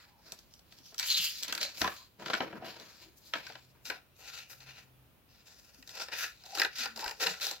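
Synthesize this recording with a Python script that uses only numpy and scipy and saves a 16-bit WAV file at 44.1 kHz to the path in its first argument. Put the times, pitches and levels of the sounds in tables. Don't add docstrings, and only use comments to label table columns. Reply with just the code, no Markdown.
import sys
import numpy as np
from scipy import signal
from scipy.fft import rfft, irfft
from scipy.io import wavfile
from scipy.ndimage import uniform_filter1d

SR = 44100
rng = np.random.default_rng(int(sys.argv[2]) if len(sys.argv) > 2 else 0)


def ratio_of_db(decibels):
    return 10 ** (np.asarray(decibels, float) / 20)


def store_pcm(level_fs):
    pcm = np.round(np.clip(level_fs, -1, 1) * 32767).astype(np.int16)
    wavfile.write(sys.argv[1], SR, np.atleast_2d(pcm).T)


N = 335160
T = np.arange(N) / SR


def unit(x):
    return x / np.sqrt(np.mean(x ** 2))


def lowpass(x, hz):
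    return signal.sosfilt(signal.butter(2, hz, fs=SR, output="sos"), x)


def band(x, lo_hz, hi_hz):
    sos = signal.butter(2, (lo_hz, min(hi_hz, 0.45 * SR)), "bandpass", fs=SR, output="sos")
    return signal.sosfilt(sos, x)


def on_log(table, hz):
    table_hz, value = np.transpose(table)
    return np.interp(np.log(hz + 1), np.log(table_hz), value)


def walk(rate):
    k = int(SR / rate)
    levels = np.repeat(rng.standard_normal(N // k + 1), k)
    return unit(uniform_filter1d(uniform_filter1d(levels, k), k)[:N])


def decay(t, t60):
    return np.exp(-np.log(1000) * t / t60)


def sweep(hz):
    return 2 * np.pi * np.cumsum(hz) / SR


# pitch_hz, level_db [dB per Hz]
AIR = [(26, -61), (45, -2.5), (133, -9), (465, -19.5), (539, -18.5), (672, -20.5), (1800, -25.5),
       (2130, -27), (2530, -24), (7650, -37.5), (16000, -26.5)]
# pitch_hz, likeness [0-1]
AIR_ALIKE = [(60, 0.56), (300, 0.61), (2000, 0.1), (8000, 0.033)]


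def air():
    hz = np.fft.rfftfreq(N, 1 / SR)
    alike = on_log(AIR_ALIKE, hz)
    rumble_cut = 1 + (40 / (hz + 1)) ** 3
    mid, side = rfft(rng.standard_normal((2, N))) * ratio_of_db(on_log(AIR, hz)) / rumble_cut
    mid = irfft(mid * np.sqrt(1 + alike), N)
    side = irfft(side * np.sqrt(1 - alike), N)
    return unit(np.array([mid + side, mid - side])) * ratio_of_db(-64.5 + 0.75 * walk(3.13))


def fibres(rate, scatter_db, stutter_db, channels=1):
    large = ratio_of_db(scatter_db * np.minimum(rng.exponential(size=(channels, N)), 4))
    slips = rng.random((channels, N)) < rate / SR
    return slips * rng.standard_normal((channels, N)) * large * ratio_of_db(stutter_db * walk(70))


# pitch_hz, level_db
BETWEEN = [(150, -14), (400, -13), (1150, -17), (4500, -11), (7500, -19), (8800, -27), (11000, -19),
           (13500, -17), (16000, -19)]


def sheet_response(modes, size=1024):
    hz = np.fft.rfftfreq(size, 1 / SR)
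    power = ratio_of_db(on_log(BETWEEN, hz)) ** 2
    for mode_hz, width_hz, db in modes:
        power = power + ratio_of_db(db) ** 2 / (1 + (2 * (hz - mode_hz) / width_hz) ** 4)
    ceps = irfft(np.log(power) / 2)
    ceps[1:size // 2] *= 2
    ceps[size // 2 + 1:] = 0
    return irfft(np.exp(rfft(ceps)))


ALIKE = (0.99, 0.69, 0.56, 0.02)


def part(x, edges, k):
    alike = ALIKE[k]
    ports = np.array([x[0], alike * x[0] + np.sqrt(1 - alike ** 2) * x[1]])
    return (-1) ** k * band(ports, edges[k], edges[k + 1])


def steady(x):
    return x / np.sqrt(uniform_filter1d(np.mean(x ** 2, axis=0), int(0.08 * SR)))


def held_db(t, start_s, hold_s, db, swell_db_s, fade_db_s):
    early = np.maximum(start_s - t, 0)
    late = np.maximum(t - start_s - hold_s, 0)
    return db - swell_db_s * early - fade_db_s * late


def grip(strokes, rule, every=88):
    swell_db_s, fade_db_s, fizz_db, share = rule
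    start_s, hold_s, db, depth_db, slack_db = np.transpose(strokes)[:, :, None]
    t = T[::every]
    held = ratio_of_db(held_db(t, start_s, hold_s, db, swell_db_s, fade_db_s)) ** 2
    colour = (depth_db + slack_db, depth_db, 0 * depth_db, fizz_db + share * depth_db)
    return np.array([np.interp(T, t, ratio_of_db(c - 5.0)[:, 0] ** 2 @ held) for c in colour])


def rubbing(power, modes, edges):
    slips = fibres(5500, scatter_db=1.7, stutter_db=2.8, channels=2)
    rung = signal.fftconvolve(slips, sheet_response([])[None])[:, :N]
    for k, (hz, width_hz, db) in enumerate(modes):
        bending = ratio_of_db(db + 2.2 * walk(10))
        rung = rung + (-1) ** k * band(slips, hz - width_hz / 2, hz + width_hz / 2) * bending
    return sum(steady(part(rung, edges, k)) * np.sqrt(p) for k, p in enumerate(power))


# pitch_hz, width_hz, level_db
SHEET = [(288, 420, -6.5), (666, 230, -5.5), (933, 120, -10.5), (1503, 630, -6), (2500, 760, -10.5),
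         (3244, 570, -4), (4370, 1240, 0), (5620, 680, -2), (5900, 1130, -11), (7350, 1130, -11.5)]
LOOSE_EDGES = (150, 1150, 2600, 7800, 16000)
# start_s (full grip), hold_s, rustle_db, depth_db, slack_db
DRAGS = [(0.001, 0.051, -62, 3.5, -13), (.285, 0.027, -54, -6, 1), (.39, 0.022, -61.5, -26, -3),
         (.535, .01, -64, -27, 2), (.73, 0.054, -60.5, -10.5, -2), (.87, 0.008, -52.5, -24, 3),
         (1.1, 0.068, -31.5, -13, -27.5), (1.22, 0.025, -31.5, -13, -27), (1.33, 0.076, -42.5, -14, -30),
         (1.78, 0.045, -44, -10, -2.5), (1.97, 0.034, -52, -11, -13), (2.32, 0.063, -49.5, 4.5, -4),
         (2.65, 0.022, -65.5, 14, 7), (2.85, 0.08, -57, -3.5, -4.5), (3.0, 0.04, -55.5, -3.5, -6),
         (3.27, 0.0097, -55.5, -11.5, 0), (3.47, 0.005, -52, -0.5, -10), (3.64, 0.028, -65.5, -14, 0),
         (3.76, 0.026, -77.5, 7, 4)]
# start_s, hold_s, rustle_db, depth_db, slack_db
FLICKS = [(.992, 0.05, -42.5, 2.5, -32), (1.422, 0.013, -43, -2, -11), (1.48, 0.013, -47.5, 7.5, -12),
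          (1.525, 0.082, -54, -0.5, 1), (1.607, 0.01, -33, -7, -8.5), (1.814, 0.037, -50, 13, -6.5),
          (2.197, 0.054, -55.5, 1, 8.5), (2.257, 0.038, -46, -9, -4.5), (2.405, 0.04, -63.5, 20.5, 4),
          (2.53, 0.038, -64, 9.5, 10), (2.648, 0.055, -50, 2, -13), (2.765, 0.041, -53, -1, 3),
          (3.336, 0.035, -56, 15, -8.5), (3.5, 0.066, -60.5, 1.5, -6)]
# swell_db_s, fade_db_s, fizz_db (re rustle), share of depth that the fizz follows
DRAG_GRIP = (208.5, 200, -6, 0)
FLICK_GRIP = (2199.5, 163.5, -9, 0.7)


def handling():
    power = grip(DRAGS, DRAG_GRIP) + grip(FLICKS, FLICK_GRIP)
    return rubbing(power, SHEET, LOOSE_EDGES)


# start_s, hold_s, level_db, pitch_hz
HOLLOWS = [(0.065, 0.13, -70, 886), (1.62, 0.011, -49, 576), (2.0, 0.018, -62.5, 1050),
           (2.623, 0.044, -49, 707), (3.049, 0.018, -63, 360), (6.9, 0.095, -62, 230),
           (3.9, 0.033, -59, 270), (7.27, 0.038, -57, 176), (6.209, 0.031, -45.5, 1470),
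           (6.83, 0.022, -46, 1660), (1.861, 0.016, -41.5, 1120), (4.36, 0.086, -59, 2610),
           (4.27, .12, -62.5, 1400), (1.615, .02, -38, 4250), (2.655, .03, -52, 2880),
           (.53, .015, -61.5, 5500), (4.67, 0.12, -63.5, 2600), (6.24, 0.0047, -45.5, 1670),
           (6.812, 0.021, -43, 4600), (6.857, 0.0098, -42, 1450), (7.214, 0.054, -48.5, 470),
           (6.8, 0.057, -61, 243), (6.459, 0.04, -63, 740), (6.535, 0.044, -51.5, 750),
           (7.031, 0.048, -46.5, 920)]


def hollows():
    slips, out = fibres(6000, scatter_db=1.2, stutter_db=2.2)[0], np.zeros(N)
    half_width = 0.5 / 6.3
    for s, hold_s, db, hz in HOLLOWS:
        near = slice(max(int((s - 0.15) * SR), 0), int((s + 0.4) * SR))
        song = unit(band(slips[near], hz * (1 - half_width), hz * (1 + half_width)))
        out[near] += song * ratio_of_db(held_db(T[near], s, hold_s, db, swell_db_s=599, fade_db_s=315))
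    return out


def pops(events, t60, fizz_db, modes, edges, size=3072):
    out, t = np.zeros((2, N + size)), np.arange(size) / SR
    build = (1 - np.exp(-t / (0.038 * t60))) ** 2
    longer = (2.04, 0.92, 0.33, 0.48)
    for s, crack_db, depth_db, slack_db in events:
        shake = rng.standard_normal((2, size))
        favoured = np.array(modes)
        favoured[:, 2] += 2.5 * rng.standard_normal(len(modes))
        ring = sheet_response(favoured)[None]
        sheet_db = crack_db + depth_db
        peaks_db = (sheet_db + slack_db + 2.5, sheet_db + 3.5, crack_db - 0.8, crack_db + fizz_db + 7.5)
        start = int(s * SR)
        for k, db in enumerate(peaks_db):
            push = shake * build * decay(t, t60 * longer[k])
            rattle = part(signal.fftconvolve(push, ring)[:, :size], edges, k)
            out[:, start:start + size] += ratio_of_db(db) * rattle / np.abs(rattle).max()
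    return out[:, :N]


# start_s, crack_db (peak), depth_db, slack_db
OPENING = [(0.3194, -29, -31.5, 11.5), (0.388, -42, -30, 12), (0.537, -43, -41, 4), (0.5918, -48, -22, 5),
           (0.7224, -44.5, -8.5, -14), (0.7855, -47, -16, -7.5), (0.86, -45, -21, 0),
           (0.9227, -63.5, 2.5, 8.5), (0.943, -38.5, -13, -8), (0.9797, -25, -29, -28.5),
           (0.9881, -23.5, -39, -18), (0.9948, -18, -16.5, -42), (1.0273, -25.5, -9.5, -45),
           (1.4255, -28.5, -31, 4), (1.431, -21, -37, -5), (1.48, -27, -18, -7), (1.5237, -22.5, -7, -14.5),
           (1.5496, -24, -13, -16.5), (1.5765, -26.5, -7.5, -24), (1.6115, -25.5, -7.5, -19),
           (1.6283, -22, -15.5, -9.5)]


def opening():
    return pops(OPENING, 0.035, -15, SHEET, LOOSE_EDGES)


# start_s, level_db (peak), pitch_hz, t60_s
THUMPS = [(0.802, -56, 262, .11), (1.192, -50, 190, .12), (1.848, -33, 170, .045), (2.41, -39, 262, .15),
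          (1.842, -24, 1010, .066), (2.337, -27, 1400, .054), (2.404, -30, 1305, .055),
          (3.902, -31.5, 1500, .045), (2.299, -28, 510, .035), (2.365, -38, 680, .06),
          (2.462, -40, 320, .07), (3.498, -45, 600, .05), (2.533, -42, 326, .09), (2.54, -46, 226, .2),
          (5.787, -55, 264, .21), (1.526, -32, 2700, .03), (6.648, -30, 1460, .035),
          (7.042, -35, 902, .035), (7.059, -33, 1560, .035), (7.266, -27, 1550, .04)]
# start_s, level_db (peak), pitch_hz, t60_s
THUDS = [
    (1.208, -58, 108, .21),
    (1.812, -43, 74, .3),
    (2.599, -55, 109, .2),
    (7.059, -49, 45, .14),
]


def thumps():
    out = np.zeros(N)
    for s, db, hz, t60 in THUMPS + THUDS:
        near = slice(int(s * SR) + 1, int(s * SR) + SR // 2)
        t = T[near] - s
        soft_start = 1 - np.exp(-t / 0.0014)
        out[near] += ratio_of_db(db) * np.sin(2 * np.pi * hz * t) * soft_start * decay(t, t60)
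    return out


# start_s, level_db, pitch_hz
CREASE = [
    (1.06, -55, 4300),
    (1.105, -18, 4300),
    (1.125, -20, 4250),
    (1.136, -36.5, 4100),
    (1.146, -16.5, 3950),
    (1.165, -24, 4000),
    (1.2, -32, 4300),
    (1.26, -30.5, 4750),
    (1.36, -52.5, 4400),
]
# start_s, level_db, pitch_hz
CREASE_BEHIND = [
    (1.05, -54, 3400),
    (1.085, -28, 3350),
    (1.125, -27, 3313),
    (1.14, -34.5, 3280),
    (1.2, -23.5, 3200),
    (1.225, -31, 3000),
    (1.27, -28.5, 2960),
    (1.3, -38, 3010),
    (1.36, -56.5, 2978),
]


def crease(curve):
    s, db, hz = np.transpose(curve)
    spread = lowpass(fibres(7000, scatter_db=0.74, stutter_db=1.2), 380)
    spread = spread / uniform_filter1d(spread ** 2, size=300) ** 0.35
    level = ratio_of_db(np.interp(T, s, db - 6.0, -120, -120))
    return unit(spread) * np.cos(sweep(np.interp(T, s, hz))) * level


# start_s, hold_s, fizz_db
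GLIDES = [(1.063, 0.033, -38), (1.215, 0.052, -37), (1.776, .04, -49), (1.809, 0.013, -43),
          (1.9, 0.043, -52.5), (3.172, .015, -59.5), (3.258, 0.046, -61), (4.387, 0.022, -65.5),
          (2.655, 0.026, -56), (3.857, 0.039, -51), (4.182, .02, -59.5), (4.286, 0.032, -71),
          (4.501, 0.03, -52.5), (5.451, 0.59, -67.5), (6.178, 0.045, -42), (7.212, 0.018, -42.5),
          (7.422, .03, -41)]
# swell_db_s, fade_db_s, fizz_db (re rustle), share of depth that the fizz follows
GLIDE_GRIP = (699, 243, 17, 0)


def glides():
    strokes = [(s, hold_s, db - GLIDE_GRIP[2], -30, 0) for s, hold_s, db in GLIDES]
    return grip(strokes, GLIDE_GRIP)


# start_s, crack_db (peak), depth_db, slack_db
TURNING = [(1.8151, -18, -4, -6.5), (1.8432, -31, 5.5, -6), (1.8525, -40, 5.5, -2), (1.866, -43, -3, -13),
           (1.8753, -31, 6, -8), (1.883, -41.5, 0, -14), (1.9, -45.5, 0, -12), (2.1962, -49, -15, 17.5),
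           (2.221, -47.5, 3.5, 4), (2.259, -36.5, 3.5, -5.5), (2.2815, -39.5, 5.5, -4),
           (2.2995, -34.5, 5, -3), (2.3325, -34, 11.5, -13), (2.3375, -29, 10, -17),
           (2.348, -39.5, 11.5, -9), (2.378, -41, -4, 2), (2.4035, -47.5, 22.5, -3), (2.5263, -52, 8, 7),
           (2.6434, -59, 12, 0), (2.765, -48.5, -2, 0), (2.7973, -38, -23, 7), (3.3353, -30.5, 9, -20),
           (3.3525, -45, 15.5, -6), (3.466, -37.5, -2, -30), (3.498, -60, 18, -1.5),
           (3.5206, -47.5, 1, -13), (3.5522, -49.5, 9, -10)]


def turning():
    return pops(TURNING, 0.032, -19, SHEET, LOOSE_EDGES)


# start_s, pitch_hz, level_db
HUM = [
    (3.4, 125, -84),
    (3.6, 126.7, -74.5),
    (3.9, 128.5, -83.5),
    (4.55, 129, -83),
    (4.68, 132.2, -69.5),
    (4.9, 126.2, -76.5),
    (5.2, 127, -83.5),
]


def hum():
    s, hz, db = np.transpose(HUM)
    level = ratio_of_db(np.interp(T, s, db, -120, -120) + 10.5 + 2.1 * walk(21))
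    return level * np.sin(sweep(np.interp(T, s, hz)))


# pitch_hz, width_hz, level_db
PINCHED = [(514, 203, -16.5), (859, 175, -8.5), (1406, 226, -7.5), (1818, 360, -4.5), (2600, 600, -7),
           (4040, 630, -2.5), (4295, 260, -10.5), (5090, 710, -2), (6070, 740, -15), (7320, 550, -11)]
PINCHED_EDGES = (360, 1150, 3200, 7800, 16000)
# start_s, hold_s, rustle_db, depth_db, slack_db
SNIPS = [(3.855, 0.035, -44, -4.5, -10), (3.9, 0.0037, -55.5, 16.5, -2), (4.19, 0.06, -58.5, -10.5, 9.5),
         (4.5, 0.035, -55.5, -1, -6), (4.605, 0.017, -53.5, -4.5, -3.5), (4.665, 0.037, -53.5, 1.5, -10),
         (5.29, 0.22, -64.5, -5.5, -5), (5.87, 0.044, -54.5, -24, -12), (6.12, 0.028, -43, 2.5, -8),
         (6.455, 0.012, -49, -18, 5), (6.755, 0.069, -38, -7, -28), (6.962, 0.044, -42, -18, 7.5),
         (7.202, 0.062, -32.5, -3, -3.5), (7.413, 0.044, -32, -6.5, -8)]
# start_s (full grip), hold_s, rustle_db, depth_db, slack_db
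SHEARS = [(4.28, .13, -46.5, -3.5, -11.5), (4.78, 0.015, -55, 3, -12), (5.49, 0.091, -56.5, -13, 2),
          (5.65, 0.13, -61, -11, 2), (6.0, 0.018, -38, -6, -1), (6.19, 0.054, -38, 0.5, -17),
          (6.38, 0.086, -58, -8, -15), (6.575, 0.045, -37.5, -13, 2), (6.82, 0.019, -38, 1, -15),
          (7.05, 0.048, -44.5, -7.5, 4.5), (7.265, 0.036, -38, -13, 2), (7.34, 0.0062, -46, -1.5, -3),
          (7.45, 0.084, -42.5, -9, 0.5)]
# swell_db_s, fade_db_s, fizz_db (re rustle), share of depth that the fizz follows
SNIP_GRIP = (3500, 256, -13.5, -0.1)
SHEAR_GRIP = (202, 290, -11, 0.25)
# start_s, crack_db (peak), depth_db, slack_db
BITES = [(3.8989, -28, 0.5, -9), (4.5073, -52, 2.5, -20), (4.5282, -51.5, 5, -24), (4.603, -46.5, -6, -13),
         (4.6663, -50.5, -15.5, 3.5), (5.8242, -45, -6.5, -25), (5.874, -38, -16, -5),
         (5.891, -38, -11, -27), (5.928, -51, -11, -10), (5.951, -38, -12, -4), (5.97, -41, 1, -12),
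         (5.9997, -38.5, 0, -5), (6.031, -39, -30, -6), (6.0829, -42, 2, -5), (6.126, -42, 4, -8),
         (6.239, -37.5, 4, -18), (6.436, -44.5, -11, -8), (6.4592, -40.5, -17, 3), (6.519, -43, -18, 2),
         (6.5495, -25.5, -19.5, 4), (6.572, -26.5, -12, 3.5), (6.583, -27.5, -5, -12),
         (6.5964, -16.5, -6, -9.5), (6.616, -19, 1, -17), (6.632, -27, -6.5, -6), (6.6467, -26.5, 1.5, -8),
         (6.783, -28, -14, -18), (6.8553, -29, -4, -5), (6.961, -35.5, -14, 2), (6.9734, -29.5, -23, 12.5),
         (6.991, -32.5, -9, -1), (7.011, -41, -12, -10), (7.022, -36.5, -4, -2), (7.0407, -27.5, -11, 0.5),
         (7.0603, -34, -5, -0.5), (7.0768, -27.5, -7, -12), (7.0924, -32.5, -10, -12),
         (7.1091, -28.5, -12, -2), (7.262, -25.5, -4.5, -10), (7.2673, -19, -2.5, -11.5),
         (7.336, -40.5, 1.5, -9), (7.398, -45, 3, -14), (7.4661, -21.5, -23.5, 6),
         (7.5103, -24.5, -29.5, 14.5)]


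def cutting():
    power = grip(SNIPS, SNIP_GRIP) + grip(SHEARS, SHEAR_GRIP) + glides()
    return rubbing(power, PINCHED, PINCHED_EDGES) + pops(BITES, 0.039, -17, PINCHED, PINCHED_EDGES)


# pitch_hz, width_hz, share removed [0-1]
TABLE_DIPS = [(1162, 128, 0.44), (2110, 200, 0.28), (3350, 130, 0.15)]


def mirrored(x):
    for hz, width_hz, share in TABLE_DIPS:
        x = x - share * signal.lfilter(*signal.iirpeak(hz, hz / width_hz, fs=SR), x)
    return x


# start_s, level_db (left minus right)
PAN = [
    (0.0, -0.5),
    (4.09, 4),
    (7.6, 2),
]


def two_ports(paper, knocks):
    left, right = paper + knocks
    left = np.roll(left + ratio_of_db(-8.5) * band(left, 10620, 16000), 2)
    pan_db = np.interp(T, *np.transpose(PAN))
    return np.array([left * ratio_of_db(pan_db / 2), right * ratio_of_db(-pan_db / 2)])


# low_hz, high_hz, t60_s, level_db
ROOM = [(144, 840, 0.13, -6), (660, 3000, 0.19, -5.5), (2130, 4800, 0.32, -13), (7100, 17300, 0.12, -2.5)]


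def room_response(size=22050):
    t = np.arange(size) / SR
    tail = 0
    for lo_hz, hi_hz, t60, db in ROOM:
        noise = band(rng.standard_normal((2, size)), lo_hz, hi_hz)
        echo = noise * decay(t, t60) * (1 - np.exp(-t / 0.00079))
        energy = np.sum(echo ** 2) / 2 * SR / 2 / (hi_hz - lo_hz)
        tail = tail + ratio_of_db(db) * echo / np.sqrt(energy)
    return tail


def scene():
    folding = handling() + opening() + crease(CREASE) + crease(CREASE_BEHIND) + turning()
    paper = mirrored(folding + cutting())
    knocks = thumps() + hollows()
    direct = two_ports(paper, knocks)
    room = signal.fftconvolve((paper + knocks)[:1], room_response())[:, :N]
    return direct + room + air() + hum()


def band_limit(x):
    return signal.sosfilt(signal.butter(12, 16150, fs=SR, output="sos"), x)


def record(dry):
    mix = signal.sosfilt(signal.ellip(8, 0.2, 70, 15950, fs=SR, output="sos"), dry)
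    return band_limit(mix)


dry = scene()
out = record(dry)
store_pcm(out)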